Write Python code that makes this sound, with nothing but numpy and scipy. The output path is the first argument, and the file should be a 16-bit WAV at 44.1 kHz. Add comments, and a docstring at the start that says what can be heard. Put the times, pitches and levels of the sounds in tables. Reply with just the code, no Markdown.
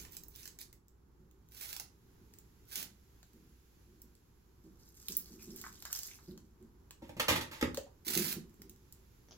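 """Water patters down in two short pours, first spilling to the floor on the right, then into a potted plant
ahead: sharp ticks of drops on leaves, soil and floor over droplets, spray and splats, in a small hard room.
A sole crackles over floor grit three times, hands bump softly, and the plastic can is set down: ringing
modes, scraping noise and one glug, a ringing bubble. The plastic creaks last, over rumble, mains hum and hiss."""
import sys
import numpy as np
from scipy import signal
from scipy.fft import rfft, irfft, next_fast_len
from scipy.io import wavfile

SR = 44100
rng = np.random.default_rng(int(sys.argv[2]) if len(sys.argv) > 2 else 0)


def dump(signal):
    """Clip the signal to [-1, 1] and save it as 16-bit WAV at the path in sys.argv[1]."""
    limited = np.clip(np.atleast_2d(signal).T, -1, 1)
    pcm = np.round(limited * 32767).astype(np.int16)
    wavfile.write(sys.argv[1], SR, pcm)


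N = 413216
TIME = np.arange(N) / SR
SHORT = TIME[:SR // 2]  # half a second, long enough for one event
SPILL_ENDS_S = 1  # water lands on the floor before this time, in the pot after it
SPURT_DB, SPURTS_PER_S = 5.5, 45  # unevenness of the poured stream

# colour of grit and water on the hard floor: (frequency [Hz], relative level [dB])
FLOOR_COLOUR = [(300, -11.5), (1200, -3.5), (1550, 0), (3000, 1), (5000, 4.5), (8000, 2), (13500, 6.5),
                (16000, 5.5)]


def amp(db):
    """Decibels to gain."""
    return 10 ** (np.asarray(db) / 20)


def evened(x):
    """Scales to rms 1."""
    return x / np.sqrt(np.mean(x ** 2) + 1e-20)


def read(points, hz):
    """Reads a table on a log-frequency axis."""
    f, value = np.transpose(points)
    return np.interp(np.log(hz + 1), np.log(f + 1), value)


def add(mix, s, sound):
    """Mixes a sound in at time s."""
    part = mix[..., max(round(s * SR), 0):][..., :sound.shape[-1]]
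    part += sound[..., :part.shape[-1]]


def colour(x, points, tilt_db=0, size=2048):
    """Causal (minimum-phase) filter of unit energy with the given spectrum, tilted per octave above 800 Hz."""
    hz = abs(np.fft.fftfreq(size, 1 / SR))
    tilt = tilt_db * np.log2(np.maximum(hz, 800))
    gain = evened(amp(read(points, hz) + tilt))
    spectrum = np.exp(np.conj(signal.hilbert(np.log(gain + 1e-5))))
    taps = np.fft.ifft(spectrum).real
    return signal.oaconvolve(x, taps)[:len(x)]


def snap(decay_s, size=2048):
    """A sharp click and a tiny burst after it, with the energy of one millisecond at rms 1."""
    burst = rng.standard_normal(size) * np.exp(-TIME[:size] / decay_s)
    burst = burst / np.linalg.norm(burst)
    burst[0] = 0.68  # the click
    return burst / np.linalg.norm(burst) * np.sqrt(SR / 1000)


def snaps(rows, decay_s):
    """One burst for each row (time [s], level [dB])."""
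    out = np.zeros(N)
    for s, db in rows:
        add(out, s, amp(db) * snap(decay_s))
    return out


def grains(level, per_s, spread_db, fizz):
    """Random clicks of uneven size over a fine fizz, following an envelope."""
    sizes = amp(spread_db * np.minimum(rng.exponential(1, N), 3))
    signed = sizes * rng.choice([-1, 1], N)
    clicks = evened(signed * (rng.random(N) < per_s / SR))
    return level * evened(clicks + fizz * rng.standard_normal(N))


def spurts(depth_db, per_s):
    """Quick random swells: neither a stream nor a sole moves evenly."""
    knots = np.arange(0, TIME[-1] + 1, 1 / per_s)
    heights = np.clip(rng.standard_normal(len(knots)), -2, 2)
    return evened(amp(depth_db * np.interp(TIME, knots, heights)))


def diffuse(pair):
    """Two unrelated signals become a diffuse field: alike in the bass, apart in the treble."""
    # likeness of the two microphones: (frequency [Hz], correlation [-1 to 1])
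    likeness = [(50, 0.91), (250, 0.86), (500, 0.32), (1000, 0.035), (16000, 0.033)]
    size = next_fast_len(pair.shape[1], True)
    a, b = rfft(pair, size)
    same = np.clip(read(likeness, np.fft.rfftfreq(size, 1 / SR)), -1, 1)
    mid = np.sqrt((1 + same) / 2) * a
    side = np.sqrt((1 - same) / 2) * b
    return irfft(np.array([mid + side, mid - side]), size)[:, :pair.shape[1]]


def panned(x, left_db):
    """Shares a sound between the two microphones, the left one louder than the right by left_db."""
    return x * amp([[left_db / 2], [-left_db / 2]])


def room_tail():
    """One echo pattern of the bare room, its decay time read by frequency; the treble dies first."""
    # decay of the room: (frequency [Hz], time to fall by 60 dB [s])
    room_t60 = [(100, 0.55), (350, 0.31), (1000, 0.3), (4000, 0.25), (9000, 0.24), (15000, 0.15)]
    noise = diffuse(rng.standard_normal((2, len(SHORT))))
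    hz, t, bands = signal.stft(noise, SR, nperseg=256)
    decay = amp(-60 * t / read(room_t60, hz)[:, None])
    tail = signal.istft(bands * decay, SR, nperseg=256)[1][:, :len(SHORT)]
    tail = tail * np.clip(SHORT / 0.00011 - .5, 0, 1)  # keeps the very first samples clear
    return tail / np.linalg.norm(tail[0])


def in_room(pair, wet_db, lag_s=0):
    """Direct sound, lag_s later at the left microphone, plus echoes turning through two patterns at 10 Hz."""
    turn = 2 * np.pi * 10 * TIME
    wet = np.zeros((2, N))
    for share in (np.cos(turn), np.sin(turn)):
        wet += signal.oaconvolve(pair * share, room_tail(), axes=1)[:, :N]
    direct = np.array([np.roll(pair[0], round(lag_s * SR)), pair[1]])
    return (direct + amp(wet_db) * wet) / np.hypot(1, amp(wet_db))


def water():
    """The first water spills past the rim to the floor on the right; the rest lands in the pot ahead."""
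    falling = drops() + pours()
    spilled = panned(falling * (TIME < SPILL_ENDS_S), left_db=-3)
    potted = panned(falling * (TIME >= SPILL_ENDS_S), left_db=-.5)
    on_floor = in_room(spilled, wet_db=-2, lag_s=.00047)
    in_pot = in_room(potted, wet_db=-3, lag_s=-.0001)
    return on_floor + in_pot


def drops():
    """Each larger drop is one sharp tick with its own tilt; faint drips off wet leaves fall at random."""
    # drops on leaves, rim and floor: (time [s], relative level [dB], tilt [dB per octave])
    drop_rows = [(0.051, -55.5, -6), (.122, -50, 4), (0.15, -47, 13), (.168, -43.5, -1.5),
                 (0.236, -51.5, 0.5), (0.2834, -42, 15), (.36, -50, 0), (.456, -47, -3.5),
                 (0.477, -47.5, -2), (0.5887, -49, -2.5), (.609, -58.5, -3), (0.7283, -54.5, 0.5),
                 (2.338, -58, -2), (2.387, -52, 3.5), (3.23, -63, -7), (4.0188, -48, 6),
                 (5.0847, -34.5, -0.5), (5.152, -47, 0.5), (5.169, -18.5, 16.5), (5.429, -48, 7),
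                 (5.5617, -41, 8), (5.6147, -43, 2), (5.728, -53.5, 1), (5.824, -48.5, -3.5),
                 (5.853, -45.5, -4.5), (5.9288, -32.5, 0.5), (5.96, -41, -1), (5.99, -38.5, 1),
                 (6.033, -39.5, 2), (6.377, -61.5, -6), (6.9087, -53, -5.5), (7.746, -44, -4),
                 (7.773, -41, -5.5), (8.619, -52, -2.5), (8.696, -50, 1), (8.925, -49, 2.5)]
    # colour of a drop's tick: (frequency [Hz], relative level [dB])
    drop_colour = [(300, -25), (1600, -12), (3000, -6), (7500, 4), (11000, -3), (15000, 8)]
    drips_per_s, loudest_drip_db, drip_range_db = 2, -64, 6  # relative, like the drops
    out = np.zeros(N)
    for s, db, tilt_db in drop_rows:
        add(out, s, amp(db) * colour(snap(decay_s=0.0021), drop_colour, tilt_db))
    chances = rng.random((round(drips_per_s * TIME[-1]), 2))
    drips = [(when * TIME[-1], loudest_drip_db - drip_range_db * small) for when, small in chances]
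    return amp(14.5) * (out + colour(snaps(drips, decay_s=0.00049), drop_colour))


def pours():
    """Separate droplets patter over a spurting spray that crackles on the floor and fizzes in the soil."""
    # colour of water landing in the pot: (frequency [Hz], relative level [dB])
    pour_colour = [(300, -17), (1500, 1), (2900, -5), (5000, 9), (7700, 7.5), (9600, 0), (12300, 5),
                   (14500, 8), (16000, -0.5)]
    spray_per_s = 900
    level, potted = flow(), TIME >= SPILL_ENDS_S
    patter = level * droplets() * spurts(SPURT_DB, SPURTS_PER_S)
    crackle = grains(level, spray_per_s, spread_db=4, fizz=.4)
    fizz = grains(level, spray_per_s, spread_db=3, fizz=.9) * spurts(SPURT_DB, SPURTS_PER_S)
    on_floor = amp(-4) * colour((patter + crackle) * ~potted, FLOOR_COLOUR)
    in_pot = amp(-3) * colour((patter + fizz) * potted, pour_colour)
    return on_floor + in_pot + splats()


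def flow():
    """How much water is landing: gushes swell to a crest and die away, their powers adding up."""
    # gushes: (time of the crest [s], relative level [dB], length [s])
    gush_rows = [(.005, -43, 0.091), (0.141, -47.5, 0.054), (0.405, -47.5, 0.14), (0.613, -42, 0.024),
                 (5.138, -53.5, 0.46), (5.58, -51.5, 0.43), (5.968, -45, 0.22), (6.11, -53.5, 0.3)]
    # a gush swells for this share of its length; both ends lie this far from the crest
    rise_share, ends_db = 0.48, -12
    power = np.zeros(N)
    for s, db, length_s in gush_rows:
        away = np.maximum((s - TIME) / rise_share, (TIME - s) / (1 - rise_share)) / length_s
        power += amp(2 * (db + ends_db * away))
    return np.sqrt(power)


def droplets(size=512):
    """Tiny plips, each with its own pitch and strength; the higher the pitch, the faster the decay."""
    per_s, low_hz, high_hz, decay_cycles, spread_db = 520, 2500, 15000, 2.5, 14
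    out, t = np.zeros(N), TIME[:size]
    for when, small, hard in rng.random((round(per_s * TIME[-1]), 3)):
        hz = low_hz + (high_hz - low_hz) * small
        plip = np.sin(2 * np.pi * hz * t) * np.exp(-t * hz / decay_cycles)
        add(out, when * TIME[-1], amp(spread_db * hard ** 2) * evened(plip))
    return evened(out)


def splats(decay_s=0.01, band=1.345):
    """A blob slaps a hollow in the wet soil: a short burst around that hollow's pitch."""
    # fat blobs of water on the wet soil: (time [s], relative level [dB], pitch [Hz])
    splat_rows = [(5.64, -33.5, 1320), (5.665, -37.5, 1280), (5.858, -38, 1430), (5.902, -42, 1280),
                  (6.086, -52, 2400), (6.112, -46, 2720), (6.188, -49, 1290)]
    out = np.zeros(N)
    for s, db, hz in splat_rows:
        hollow = signal.butter(2, [hz / band, hz * band], "bandpass", fs=SR)
        add(out, s, amp(db + 12) * signal.lfilter(*hollow, snap(decay_s)))
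    return out


def can(touch_s=0.00096, bite_s=0.00093):
    """Each contact rings the can's body while its base grinds briefly on the floor; heavy landings are duller."""
    # meetings with the floor:
    # (time [s], relative thump level [dB], relative scrape level [dB], scrape decay [s])
    knock_rows = [(7.02, -41, -63, 0.055), (7.092, -40.5, -49.5, 0.0062), (7.166, -39.5, -52.5, 0.024),
                  (7.197, -36.5, -25, 0.0095), (7.282, -29.5, -25, 0.03), (7.308, -25.5, -39, 0.012),
                  (7.358, -34, -30, 0.011), (7.41, -44.5, -36.5, 0.012), (7.512, -46.5, -48, 0.055),
                  (7.611, -46, -31, 0.0055), (7.625, -24, -23.5, 0.0038)]
    # modes of the water-filled plastic can: (frequency [Hz], relative level [dB], 60 dB decay time [s])
    can_modes = [(85, -6.5, 0.15), (122.5, -4, 0.086), (181, -3.5, 0.072), (234, -7, 0.28),
                 (311.6, 2, 0.097), (348, -3, 0.18), (513, -3, 0.08), (573, 1, 0.075), (803, -3.5, 0.05),
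                 (918, -6, 0.09)]
    # colour of the base on the floor: (frequency [Hz], relative level [dB])
    scrape_colour = [(80, -33.5), (520, 6.5), (720, -5.5), (900, 10), (1020, 0), (1270, 6), (1440, -3),
                     (1800, 3), (2700, -1), (7700, -14.5), (9000, -15.5), (15000, -19.5)]
    # thumps above heavy_db lose treble: dB per octave for each dB above it
    heavy_db, muffling, scrape_tilt_db = -28, 0.73, 3
    out = np.zeros(N)
    mode_hz, mode_db, t60 = np.transpose(can_modes)[:, :, None]
    modes = amp(mode_db - 60 * SHORT / t60) * np.sin(2 * np.pi * mode_hz * SHORT)
    octaves_up = np.log2(np.maximum(mode_hz / np.median(mode_hz), 1))
    for s, thump_db, scrape_db, decay_s in knock_rows:
        muffle_db = muffling * max(thump_db - heavy_db, 0)
        damped = modes * amp(-muffle_db * octaves_up)
        # each spot of the base drives the modes with other signs, drawn at random
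        body = rng.choice([-1, 1], len(can_modes)) @ damped * (1 - np.exp(-SHORT / touch_s))
        grind_level = np.exp(-SHORT / decay_s) * (1 - np.exp(-SHORT / bite_s))
        grind = rng.standard_normal(len(SHORT)) * grind_level
        scrape = colour(grind, scrape_colour, scrape_tilt_db - muffle_db)
        add(out, s, amp(thump_db - 6) * body + amp(scrape_db + 4) * scrape)
    return in_room(panned(out, left_db=-1.5), wet_db=0, lag_s=0.00017)


def bubbles():
    """A bubble swells over a few cycles and rings, its pitch rising near the surface; froth rings fuzzily."""
    # air bubbles in the water:
    # (time [s], relative level [dB], starting pitch [Hz], 60 dB decay time [s], fuzziness [Hz])
    bubble_rows = [(.728, -63, 2060, 0.029, 23), (5.39, -67.5, 2330, 0.35, 230),
                   (6.284, -64, 4880, 0.1, 96), (7.774, -18.5, 496, 0.03, 9.1), (7.861, -57, 766, 0.11, 90)]
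    rise_hz_per_s, swell_cycles = 3200, 4
    out = np.zeros(N)
    for s, db, hz, t60, fuzz_hz in bubble_rows:
        wander = np.cumsum(rng.standard_normal(len(SHORT))) * np.sqrt(2 * np.pi * fuzz_hz / SR)
        turns = np.cumsum(hz + rise_hz_per_s * SHORT) / SR
        swell = np.minimum(turns / swell_cycles, 1) ** 2
        ring = np.sin(2 * np.pi * turns + wander)
        add(out, s, amp(db - 60 * SHORT / t60) * swell * ring)
    return amp(5) * in_room(np.array([out, out]), wet_db=-4.5)


def scuffs():
    """Sand is crushed under a sliding sole: dense crackle with a few larger cracks."""
    # single grains cracking under the sole: (time [s], relative level [dB])
    grit_rows = [(1.611, -44.5), (1.729, -40.5), (1.765, -41), (1.798, -38), (2.757, -36.5), (2.828, -40),
                 (8.082, -33.5), (8.152, -29.5), (8.175, -27), (8.327, -38)]
    crackle = grains(pressure(), per_s=2200, spread_db=4.3, fizz=.3) * spurts(depth_db=3, per_s=130)
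    cracks = snaps(grit_rows, decay_s=0.0024)
    sand = colour(amp(1) * crackle + amp(12) * cracks, FLOOR_COLOUR)
    return in_room(panned(sand, left_db=-3.5), wet_db=-1.5, lag_s=.00047)


def pressure(lift_s=0.0049):
    """The sole takes the weight, slides evenly and lifts off in an exponential fall."""
    # slides over grit: (start [s], length [s], relative level [dB], time to take the weight [s])
    scuff_rows = [(1.502, 0.25, -45.5, 0.12), (2.668, 0.15, -39.5, 0.11), (8.047, 0.28, -35.5, 0.024)]
    total = np.zeros(N)
    for s, length_s, db, attack_s in scuff_rows:
        weight = np.clip((TIME - s) / attack_s, 0, 1)
        lift = np.exp(-np.maximum(TIME - s - length_s, 0) / lift_s)
        total += amp(db) * weight * lift
    return total


def bumps(rise_s=0.0033):
    """Soft, dull pushes of handling: low noise that swells and fades."""
    # bumps: (time [s], relative level [dB], decay [s])
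    bump_rows = [(1.191, -59, 0.046), (2.19, -66, 0.13), (2.76, -56.5, 0.095), (3.337, -61, 0.12),
                 (3.866, -64.5, 0.12), (4.028, -61, 0.052), (4.638, -54, 0.065), (5.09, -51, 0.067),
                 (5.3, -55.5, 0.15), (5.469, -48, 0.094), (6.275, -45.5, 0.061), (6.599, -56, 0.073),
                 (8.064, -47, 0.19), (8.16, -31, 0.049), (8.358, -33, 0.02), (8.59, -56, 0.096)]
    # colour of a bump: (frequency [Hz], relative level [dB])
    bump_colour = [(40, -20.5), (120, -11), (180, 4), (236, 4), (272, -8.5), (312, 2), (385, 1.5),
                   (430, -9.5), (650, -30.5), (3000, -43.5)]
    out = np.zeros(N)
    for s, db, decay_s in bump_rows:
        push = (1 - np.exp(-SHORT / rise_s)) * np.exp(-SHORT / decay_s)
        boom = colour(push * rng.standard_normal(len(SHORT)), bump_colour)
        add(out, s, amp(db) * evened(boom) * np.sqrt(np.mean(push ** 2)))
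    return amp(0.5) * in_room(panned(out, left_db=-1.5), wet_db=-7)


def creak():
    """A quickening run of slips in the plastic as it settles, each a tiny snap."""
    # slips: (time [s], relative level [dB])
    slip_rows = [(9.286, -51), (9.31, -45), (9.32, -47), (9.327, -52)]
    # colour of the creaking plastic: (frequency [Hz], relative level [dB])
    creak_colour = [(500, 6.5), (2000, -5), (3400, 6), (4300, -2), (6300, 5.5), (8500, -39)]
    slips = colour(snaps(slip_rows, decay_s=0.0005), creak_colour)
    return amp(1) * in_room(panned(slips, left_db=1), wet_db=1.5)


def air(hum_hz=59, hum_db=-69):
    """A low, gently wavering rumble, a faint, steady mains hum and a faint, drifting hiss."""
    # drift of the rumble and of the hiss: (time [s], level before wavering [dB])
    rumble_level, hiss_level = [(0, -58), (.8, -66.5), (1.8, -63.5), (3.8, -66), (5.3, -62.5), (6.7, -64.5),
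                                (9.37, -63)], [(0, -87), (1.1, -81), (2.1, -72.5), (3.6, -71), (4.4, -75),
                                                (6.7, -77.5), (8.5, -72.5), (9.0, -70.5)]
    # colours of rumble and hiss: (frequency [Hz], relative level [dB])
    rumble_colour, hiss_colour = [(20, -8.5), (50, 1), (90, -1), (270, -11), (380, -8.5), (620, -27),
                                  (900, -20.5), (1500, -27), (3000, -45.5)], [(300, -48.5), (1400, -1), (1900, -2), (3500, -3.5),
                                                         (7300, -1.5), (8700, -13.5), (11000, -1),
                                                         (15000, -5)]
    waver_db = np.interp(TIME, np.linspace(0, TIME[-1], 90), rng.standard_normal(90))
    rumble = diffuse(np.array([colour(noise, rumble_colour) for noise in rng.standard_normal((2, N))]))
    hiss = diffuse(np.array([colour(noise, hiss_colour) for noise in rng.standard_normal((2, N))]))
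    rumble_db = np.interp(TIME, *np.transpose(rumble_level)) + waver_db
    hiss_db = np.interp(TIME, *np.transpose(hiss_level)) + waver_db / 2
    hum = amp(hum_db) * np.sqrt(2) * np.sin(2 * np.pi * hum_hz * TIME)
    return panned(hum + rumble * amp(rumble_db) + hiss * amp(hiss_db), left_db=-1.5)


def scene():
    """All sources in the room."""
    return water() + can() + bubbles() + scuffs() + bumps() + creak() + air()


def record(dry, notch_hz=8900, width_hz=800, notch_db=-7, left_dull_db=-4, edge_hz=15950):
    """The microphone ports cut a notch in the treble, and the left one is duller; then the band limit."""
    size = next_fast_len(N, True)
    hz = np.fft.rfftfreq(size, 1 / SR)
    notch = amp(notch_db * np.exp(-((hz - notch_hz) / width_hz) ** 2))
    left_dulling = amp(left_dull_db * hz / edge_hz)  # grows with frequency
    ports = np.array([notch * left_dulling, notch])
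    heard = irfft(rfft(dry, size) * ports, size)[:, :N]
    band_limit = signal.firwin(255, edge_hz, window=("kaiser", 8), fs=SR)
    return signal.oaconvolve(heard, band_limit[None], "same")


dry = scene()
out = record(dry)
dump(out)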